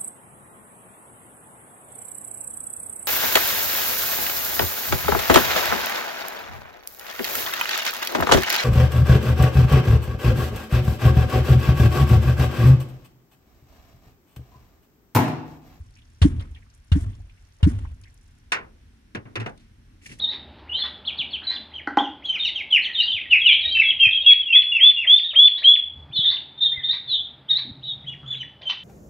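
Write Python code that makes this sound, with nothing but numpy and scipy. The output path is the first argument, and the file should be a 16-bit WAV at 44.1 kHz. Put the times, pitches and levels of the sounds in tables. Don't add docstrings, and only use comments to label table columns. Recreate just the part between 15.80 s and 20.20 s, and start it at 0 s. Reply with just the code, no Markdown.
import sys
import numpy as np
from scipy import signal
from scipy.fft import rfft, irfft, next_fast_len
from scipy.io import wavfile
from scipy.ndimage import uniform_filter1d

SR = 44100
rng = np.random.default_rng(int(sys.argv[2]) if len(sys.argv) > 2 else 0)


def master_out(mix):
    frames = np.transpose(np.atleast_2d(mix))
    ceiling = np.clip(frames, -1, 1)
    pcm = np.round(ceiling * 32767).astype(np.int16)
    wavfile.write(sys.argv[1], SR, pcm)


N = 193863
T = np.arange(N) / SR
BANDS_HZ = 125 * 2 ** np.arange(0, 7, 1 / 3)
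OPPOSITE = np.array([[1], [-1]])

# blow_s, neck_closes_s, gulp_hz, gulp_length_s
STROKES = [(0.4156, .4460, 294, .027), (1.1164, 1.1545, 286.5, .033), (1.8277, 1.8645, 295, .025)]
# pocket_db, pocket_t60_s, neck_db, gulp_db, slap_db, slap_t60_s, spray_db, fall_back_db
STRENGTHS = [(-4, 0.71, -9, -7, -29, 0.18, -45.5, -50), (-3, 0.208, -16, -17, -28.5, 0.14, -46.5, -53.5),
             (-3, 0.3, -10, -11.5, -28, 0.1, -46, -48.5)]
EARLIER_STROKE_S = -.3
# start_s, level_db, tilt_db_per_octave, t60_s, thud_db, thud_hz, thud_width_octaves
KNOCKS = [(2.7200, -16, 0, 0.19, -43, 390, 0.13), (3.349, -29.5, -2, 0.13, -29, 260, 1),
          (3.454, -52, -9.5, 0.22, -46, 257, .5), (3.556, -24.5, -1.5, 0.12, -31.5, 373, .29),
          (3.6, -32.5, -1.5, 0.19, -30.5, 256, 0.93), (3.661, -29, -6.5, 0.082, -31.5, 630, 0.43),
          (3.664, -40, 0.5, 0.16, -41.5, 1450, 0.22), (3.694, -57.5, 7, 0.082, -58, 250, .56),
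          (3.7760, -62.5, 11.5, 0.045, -63, 3600, .15), (3.798, -63, 4.5, 0.45, -68, 3750, 0.17)]


def undb(db):
    return 10 ** (np.asarray(db) / 20)


def unit(x):
    return x / np.sqrt(np.mean(x ** 2))


def band(x, hz, width):
    return signal.sosfilt(signal.butter(2, [hz - width / 2, hz + width / 2], "band", fs=SR, output="sos"), x)


def walk(rate):
    hold = int(SR / rate)
    steps = np.repeat(rng.standard_normal(N // hold + 1), hold)
    return 0.47 * uniform_filter1d(steps, hold)[:N]


def shares(spectrum):
    hz, db = np.transpose(spectrum)
    density_db = np.interp(np.log(BANDS_HZ), np.log(hz), db, left=-90)
    power = undb(2 * density_db) * BANDS_HZ
    return power / power.sum()


def add(out, s, piece):
    i = int(s * SR)
    out[..., i:i + piece.shape[-1]] += piece[..., :N - i]


def bubble(hz, length, start=0.81, glide_s=.005, skew=0.79):
    t = np.arange(int(length * SR)) / SR
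    pitch = hz * (1 + (start - 1) * np.exp(-t / glide_s))
    swell = np.sin(np.pi * (t / length) ** skew)
    return swell * np.sin(2 * np.pi * np.cumsum(pitch) / SR)


def bursts(events, spectrum, damping):
    power, t = np.zeros((len(BANDS_HZ), N)), T[:SR // 2]
    octaves = np.log2(BANDS_HZ / 2000)[:, None]
    colour = shares(spectrum)[:, None]
    for s, db, tilt_db, t60, rise_s in events:
        fall = np.exp(-2 * np.log(1000) * t / (t60 * 2 ** (-damping * octaves)))
        rise = (1 - np.exp(-t / rise_s)) ** 2
        add(power, s, colour * undb(2 * (db + tilt_db * octaves)) * fall * rise)
    return power


def patches(events):
    power, t = np.zeros((len(BANDS_HZ), N)), T[:SR // 5]
    rise = (1 - np.exp(-t / .0018)) ** 2
    for s, db, hz, width, t60 in events:
        colour = np.exp(-(np.log2(BANDS_HZ / hz) / width) ** 2)
        colour = (colour / colour.sum())[:, None]
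        add(power, s, colour * undb(2 * (db - 60 * t / t60)) * rise)
    return power


def hiss(power, alike, grain_db, grain_rate):
    out, grain = 0, undb(grain_db * walk(grain_rate))
    for hz, p in zip(BANDS_HZ, power):
        mid, side = unit(band(rng.standard_normal((2, N)), hz, hz / 4))
        pair = np.sqrt(alike) * mid + np.sqrt(1 - alike) * side * OPPOSITE
        out = out + np.sqrt(p) * pair
    return out * grain


def clonk():
    pocket_hz, neck_hz = 81.8, 177
    rebound_db, rebound_hz, rebound_s = -18, 70.5, .045
    out, t = np.zeros(N), T[:SR // 4]
    pitch = pocket_hz * (1 + 1.58 * np.exp(-t / 0.0032))
    tone = np.sin(2 * np.pi * np.cumsum(pitch) / SR)
    attack = 1 - np.exp(-(t / 0.0043) ** 2)
    for (s, pinch, gulp_hz, gulp_s), (db, t60, neck_db, gulp_db, *_) in zip(STROKES, STRENGTHS):
        closing = 1 / (1 + np.exp((t + s - pinch - .005) / .0025))
        add(out, s, undb(db - 60 * t / t60) * attack * closing * tone)
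        neck = bubble(neck_hz, .022, start=.75, glide_s=.004, skew=.75)
        add(out, pinch - .003, undb(neck_db) * neck)
        gulp = bubble(gulp_hz, gulp_s, start=.8, glide_s=.004, skew=.6)
        add(out, pinch + .002, undb(gulp_db) * gulp)
        add(out, pinch + .006, undb(rebound_db) * bubble(rebound_hz, rebound_s))
    return out


def smacks():
    # start_after_blow_s, level_db relative to the slap, pitch_hz, length_s
    smack_table = [(.0024, 3, 2890, .0055), (.0028, -3.5, 3630, .006), (.003, -13, 1430, .01),
                   (.008, -1, 2830, .006)]
    out = np.zeros(N)
    for (s, *_), (_, _, _, _, slap_db, *_) in zip(STROKES, STRENGTHS):
        for late, db, hz, length in smack_table:
            add(out, s + late, undb(slap_db + db) * bubble(hz, length, start=1.0))
    return out


def glugs():
    # start_s, peak_db, pitch_hz
    glug_table = [(0.0, -29.5, 77.3), (0.519, -20, 91.6), (0.551, -19.5, 92.3), (.578, -20, 92.4),
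                  (0.606, -26.5, 69), (0.705, -30.5, 71.5), (0.746, -40.5, 66.5), (1.214, -22, 87.5),
                  (1.264, -20.5, 92), (1.285, -27, 91.4), (1.313, -33.5, 77.8), (1.393, -34, 83),
                  (1.432, -40.5, 66), (1.934, -20.5, 97), (1.963, -20.5, 90.2), (2.022, -23.5, 75),
                  (2.066, -29, 81), (2.088, -32, 73.6), (2.115, -31.5, 66), (2.223, -43, 92)]
    out = np.zeros(N)
    for s, db, hz in glug_table:
        add(out, s, undb(db) * bubble(hz, 2.8 / hz))
    return out


def water():
    # start_s, level_db, tilt_db_per_octave, t60_s
    splashes = [(.600, -42.5, -7, 0.12), (1.204, -57.5, 7, 0.15), (1.290, -60.5, 0.5, 0.27),
                (1.800, -45, -11, 0.076)]
    # start_s, level_db, pitch_hz
    plops = [(0.109, -58.5, 693), (0.162, -52.5, 2400), (0.184, -54, 2830), (0.218, -57.5, 3120),
             (.520, -49.5, 1390), (.594, -47, 3420), (0.62, -46, 2050), (.652, -57, 1230),
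             (0.747, -47.5, 3230), (0.759, -45.5, 2290), (.762, -58, 880), (0.822, -57, 2110),
             (0.861, -60, 1310), (.682, -58.5, 1950), (1.241, -54, 1370), (1.950, -60, 2000),
             (2.068, -57.5, 2730), (2.271, -55, 2130), (1.328, -56, 3300), (1.495, -53, 2720),
             (1.572, -61, 2250), (1.930, -50, 784), (2.005, -60, 3800), (2.048, -45, 916),
             (2.052, -51.5, 1730), (2.123, -59.5, 1450), (2.235, -56, 2800), (2.254, -48, 2020)]
    # after_neck_closes_s, relative_db, tilt_db_per_octave, t60_s, rise_s
    fall_back = [(.03, 0.5, -5.5, 0.72, 0.044), (0.044, -10.5, 3, 0.61, 0.077)]
    # relative_db, pitch_hz, width_octaves, t60_s
    slap_colour = [(-2.5, 3700, .24, .06), (-13, 1520, .15, 0.24)]
    spray_colour = [(-0.2, 2030, .1, 0.13), (-1.9, 5700, .22, .11)]
    # frequency_hz, density_db_per_hz
    spray_spectrum = [(260, -42), (450, -12.5), (814, -19.5), (958, -10.5), (1110, -16), (1580, -11),
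                      (1760, -9), (2260, -11), (2470, -13), (2820, -3), (4600, -19), (8200, -14),
                      (9230, -12.5), (15500, -54.5)]
    slap_tilt_db, slap_rise_s = -4.5, 0.0012
    spray_tilt_db, spray_t60_s, spray_rise_s = 5, 0.17, 0.022
    splash_rise_s, plop_width_oct, plop_t60_s = 0.011, .15, 0.084

    noisy = [(*row, splash_rise_s) for row in splashes]
    pitched = [(*row, plop_width_oct, plop_t60_s) for row in plops]
    for (s, pinch, *_), (*_, slap_db, slap_t60, spray_db, fall_db) in zip(STROKES, STRENGTHS):
        noisy.append((s + 0.0005, slap_db, slap_tilt_db, slap_t60, slap_rise_s))
        noisy.append((pinch, spray_db, spray_tilt_db, spray_t60_s, spray_rise_s))
        noisy += [(pinch + late, fall_db + db, *rest) for late, db, *rest in fall_back]
        pitched += [(s + .002, slap_db + db, *rest) for db, *rest in slap_colour]
        pitched += [(pinch + .011, spray_db + db, *rest) for db, *rest in spray_colour]
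    return bursts(noisy, spray_spectrum, damping=0.089) + patches(pitched)


def gurgle():
    out = np.zeros((2, N))
    for stroke in [EARLIER_STROKE_S] + [row[0] for row in STROKES]:
        for wait, height, loudness, side, cycles in rng.random((160, 5)):
            late = .04 - 0.089 * np.log(1 - wait)
            hz = 650 * 2 ** (2.9 * height)
            if stroke + late > 0:
                pan_db = 3 * (side - .5) * OPPOSITE
                level_db = -55 - 25 * late - 0.83 * np.log(1 - loudness) + pan_db
                drop = bubble(hz, (5 + 14 * cycles) / hz, start=0.69, glide_s=0.0082, skew=.5)
                add(out, stroke + late, undb(level_db) * drop)
    return out


def ticks():
    # start_s, level_db before make-up gain and pan, pitch_hz
    tick_table = [(0.1381, -53, 4750), (0.1527, -51, 5400), (0.172, -53, 6780), (0.2516, -56, 5430),
                  (0.348, -57.5, 5480), (0.61, -54.5, 9400), (0.6224, -51, 4580), (0.7506, -52, 7350),
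                  (0.8994, -55, 5230), (0.9477, -54, 8530), (1.208, -54, 9000), (1.22, -44.5, 5140),
                  (1.2334, -54, 8500), (1.2999, -52.5, 4530), (1.3505, -55, 5530), (1.5227, -53.5, 4600),
                  (1.6492, -56.5, 5490), (1.7218, -52.5, 4980), (2.2127, -48.5, 7800), (2.236, -48, 4860),
                  (2.3413, -57, 9400), (2.376, -49.5, 6040)]
    dripping_s = 2.6
    out, t = np.zeros((2, N)), T[:SR // 30]
    faint = [(dripping_s * a, -67 - 2.0 * np.log(1 - b), 4500 * 2 ** (0.98 * c))
             for a, b, c in rng.random((400, 3))]
    for (s, db, hz), (length, side) in zip(list(tick_table) + faint, rng.random((450, 2))):
        envelope = np.exp(-t / (0.00079 + 0.0032 * length)) * (1 - np.exp(-t / 0.0018))
        burst = rng.standard_normal((2, len(t))) * envelope
        pan_db = 4 * (side - 1.0) * OPPOSITE
        add(out, s, undb(db + 6.0 + pan_db) * band(burst + burst[0], hz, 0.5 * hz))
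    return out


def boat():
    # start_s, level_db, tilt_db_per_octave, t60_s
    rustle_table = [(4.214, -51, -3.5, 0.36), (4.234, -49.5, -2, 0.67), (4.258, -34.5, -1.5, 0.1),
                    (4.291, -39.5, -5, 0.23), (4.314, -36, -3.5, 0.13), (4.3860, -46.5, 3, 0.099)]
    # frequency_hz, density_db_per_hz
    knock_spectrum = [(71, -43), (120, -20.5), (288, -17), (390, -12.5), (676, -10), (1100, -3.5),
                      (1240, -3), (1620, 0), (2030, 1), (2700, 0), (3110, -10), (9320, -20.5), (15500, -90)]
    cloth_spectrum = [(71, -31), (120, -6), (312, -8.5), (353, -9), (407, -10.5), (1100, -19), (2440, -2),
                      (3300, -3.5), (9320, -0.5), (15500, -32)]
    knock_rise_s, thud_t60_s, rustle_rise_s = 0.0011, .2, 0.011
    creak_db, creak_hz, creak_width_oct, creak_t60_s = -3, 2250, 0.15, 0.081

    knocks = bursts([(*row[:4], knock_rise_s) for row in KNOCKS], knock_spectrum, damping=0.55)
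    rustles = bursts([(*row, rustle_rise_s) for row in rustle_table], cloth_spectrum, damping=0.18)
    thuds = [(s, db, hz, width, thud_t60_s) for s, _, _, _, db, hz, width in KNOCKS]
    creaks = [(s, db + creak_db, creak_hz, creak_width_oct, creak_t60_s) for s, db, *_ in rustle_table]
    return knocks + rustles + patches(thuds + creaks)


def deck():
    # pitch_hz, level_db, longest_t60_s
    modes = [(1165, -6.5, 0.23), (1370, -29.5, 0.18), (1685, -13.5, 0.24), (1890, 0, 0.27),
             (2035, -2, 0.37), (2020, -12, 0.049), (2450, -9, 0.25), (2560, 10.5, 0.073), (2890, 2, 0.091),
             (3610, 10, 0.049)]
    out, t = np.zeros(N), T[:SR // 4]
    chances = rng.standard_normal((len(KNOCKS), len(modes)))
    for (s, db, tilt_db, t60, *_), chance in zip(KNOCKS, chances):
        for (hz, mode_db, mode_t60), c in zip(modes, chance):
            level_db = db - 16 + mode_db + tilt_db * np.log2(hz / 2000) + 0.6 * c
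            tone = np.sin(2 * np.pi * hz * (1 + 0.01 * c) * t)
            add(out, s, undb(level_db - 60 * t / min(mode_t60, t60)) * tone)
    return out


def hull_knocks():
    # start_s, peak_db, pitch_hz, length_s
    boom_table = [(3.369, -31, 112, 0.031), (3.569, -27, 112.3, 0.1)]
    out = np.zeros(N)
    for s, db, hz, length in boom_table:
        add(out, s, undb(db) * bubble(hz, length))
    return out


def resonate(modes):
    return unit(sum(undb(db) * unit(band(rng.standard_normal(N), hz, width)) for hz, width, db in modes))


def wash():
    # pitch_hz, width_hz, level_db
    boom_modes = [(39.6, 21, -1), (63.2, 33.5, -3), (89.7, 27, -1.5), (119, 36, -9)]
    ring_modes = [(167, 87, 1.5), (234.9, 46, 3.5), (291, 112, 0)]
    # time_s, level_db
    calm_ring = [(0, -66.5), (1.6, -75.5), (2.4, -67.5), (3.2, -63), (3.7, -54), (3.9, -62.5), (4.4, -59.5)]
    calm_boom_db, surge_db, surge_rise_s, surge_t60_s = -53.5, -19.5, .1, 0.65
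    surge_ring_db = -20

    boom, ring = resonate(boom_modes), resonate(ring_modes)
    kick, t = np.zeros(N), T[:SR // 2]
    for (_, pinch, _, gulp_s), (_, _, _, gulp_db, *_) in zip(STROKES, STRENGTHS):
        add(kick, pinch + gulp_s, undb(gulp_db - 24.5 - 60 * t / 0.45) * (1 - np.exp(-t / 0.0025)))
    surge = 0
    for stroke in [EARLIER_STROKE_S] + [row[0] for row in STROKES]:
        since = np.maximum(T - stroke, 0)
        rise = 1 - np.exp(-(since / surge_rise_s) ** 2)
        surge = surge + undb(surge_db - 60 * since / surge_t60_s) * rise
    boom_level = undb(calm_boom_db) + surge
    ring_level = undb(np.interp(T, *np.transpose(calm_ring))) + undb(surge_ring_db) * surge + kick
    return boom_level * boom + ring_level * ring


def air():
    # frequency_hz, density_db_per_hz
    air_spectrum = [(210, -32.5), (350, -4), (546, -14.5), (591, -15.5), (660, -12), (1110, -12),
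                    (1210, -14.5), (1440, -8), (3440, -15), (9180, -26.5), (15500, -31.5)]
    air_db = -66.5
    return hiss(shares(air_spectrum) * undb(2 * air_db), alike=0.47, grain_db=1.1, grain_rate=11)


def scene():
    strokes = clonk() + smacks() + glugs()
    splash = hiss(water(), alike=0.58, grain_db=7.0, grain_rate=110)
    handling = hiss(boat(), alike=0.75, grain_db=2.0, grain_rate=180)
    hull = hull_knocks() + wash()
    return strokes + splash + gurgle() + ticks() + handling + deck() + hull + air()


def record(dry):
    # frequency_hz, left_lead_radians
    ports = [(0, 0), (85, .3), (180, .7), (300, .76), (690, 2.6), (1400, 1.8), (2840, 2.2), (15500, 33)]
    # pitch_hz, width_hz, level_db
    capsule = [(5730, 550, 4), (9270, 780, 5)]
    # frequency_hz, left_louder_db
    left_louder = [(300, 0), (700, 4), (1400, -1), (6000, 0), (10000, 3.5), (15000, 1.5)]
    self_noise_db, top_hz = -96.0, 15750

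    size = next_fast_len(N + 4096)
    hz = np.arange(size // 2 + 1) * SR / size
    turn = np.exp(.5j * np.interp(hz, *np.transpose(ports)) * OPPOSITE)
    tilt_db = np.interp(hz, *np.transpose(left_louder)) / 2 * OPPOSITE
    colour_db = sum(db * np.exp(-((hz - f) / width) ** 2) for f, width, db in capsule)
    wet = irfft(rfft(dry, size) * turn * undb(colour_db + tilt_db), size)[:, :N]
    wet = wet + undb(self_noise_db) * rng.standard_normal(wet.shape)
    return signal.sosfilt(signal.ellip(8, .2, 70, top_hz, fs=SR, output="sos"), wet)


dry = scene()
out = record(dry)
master_out(out)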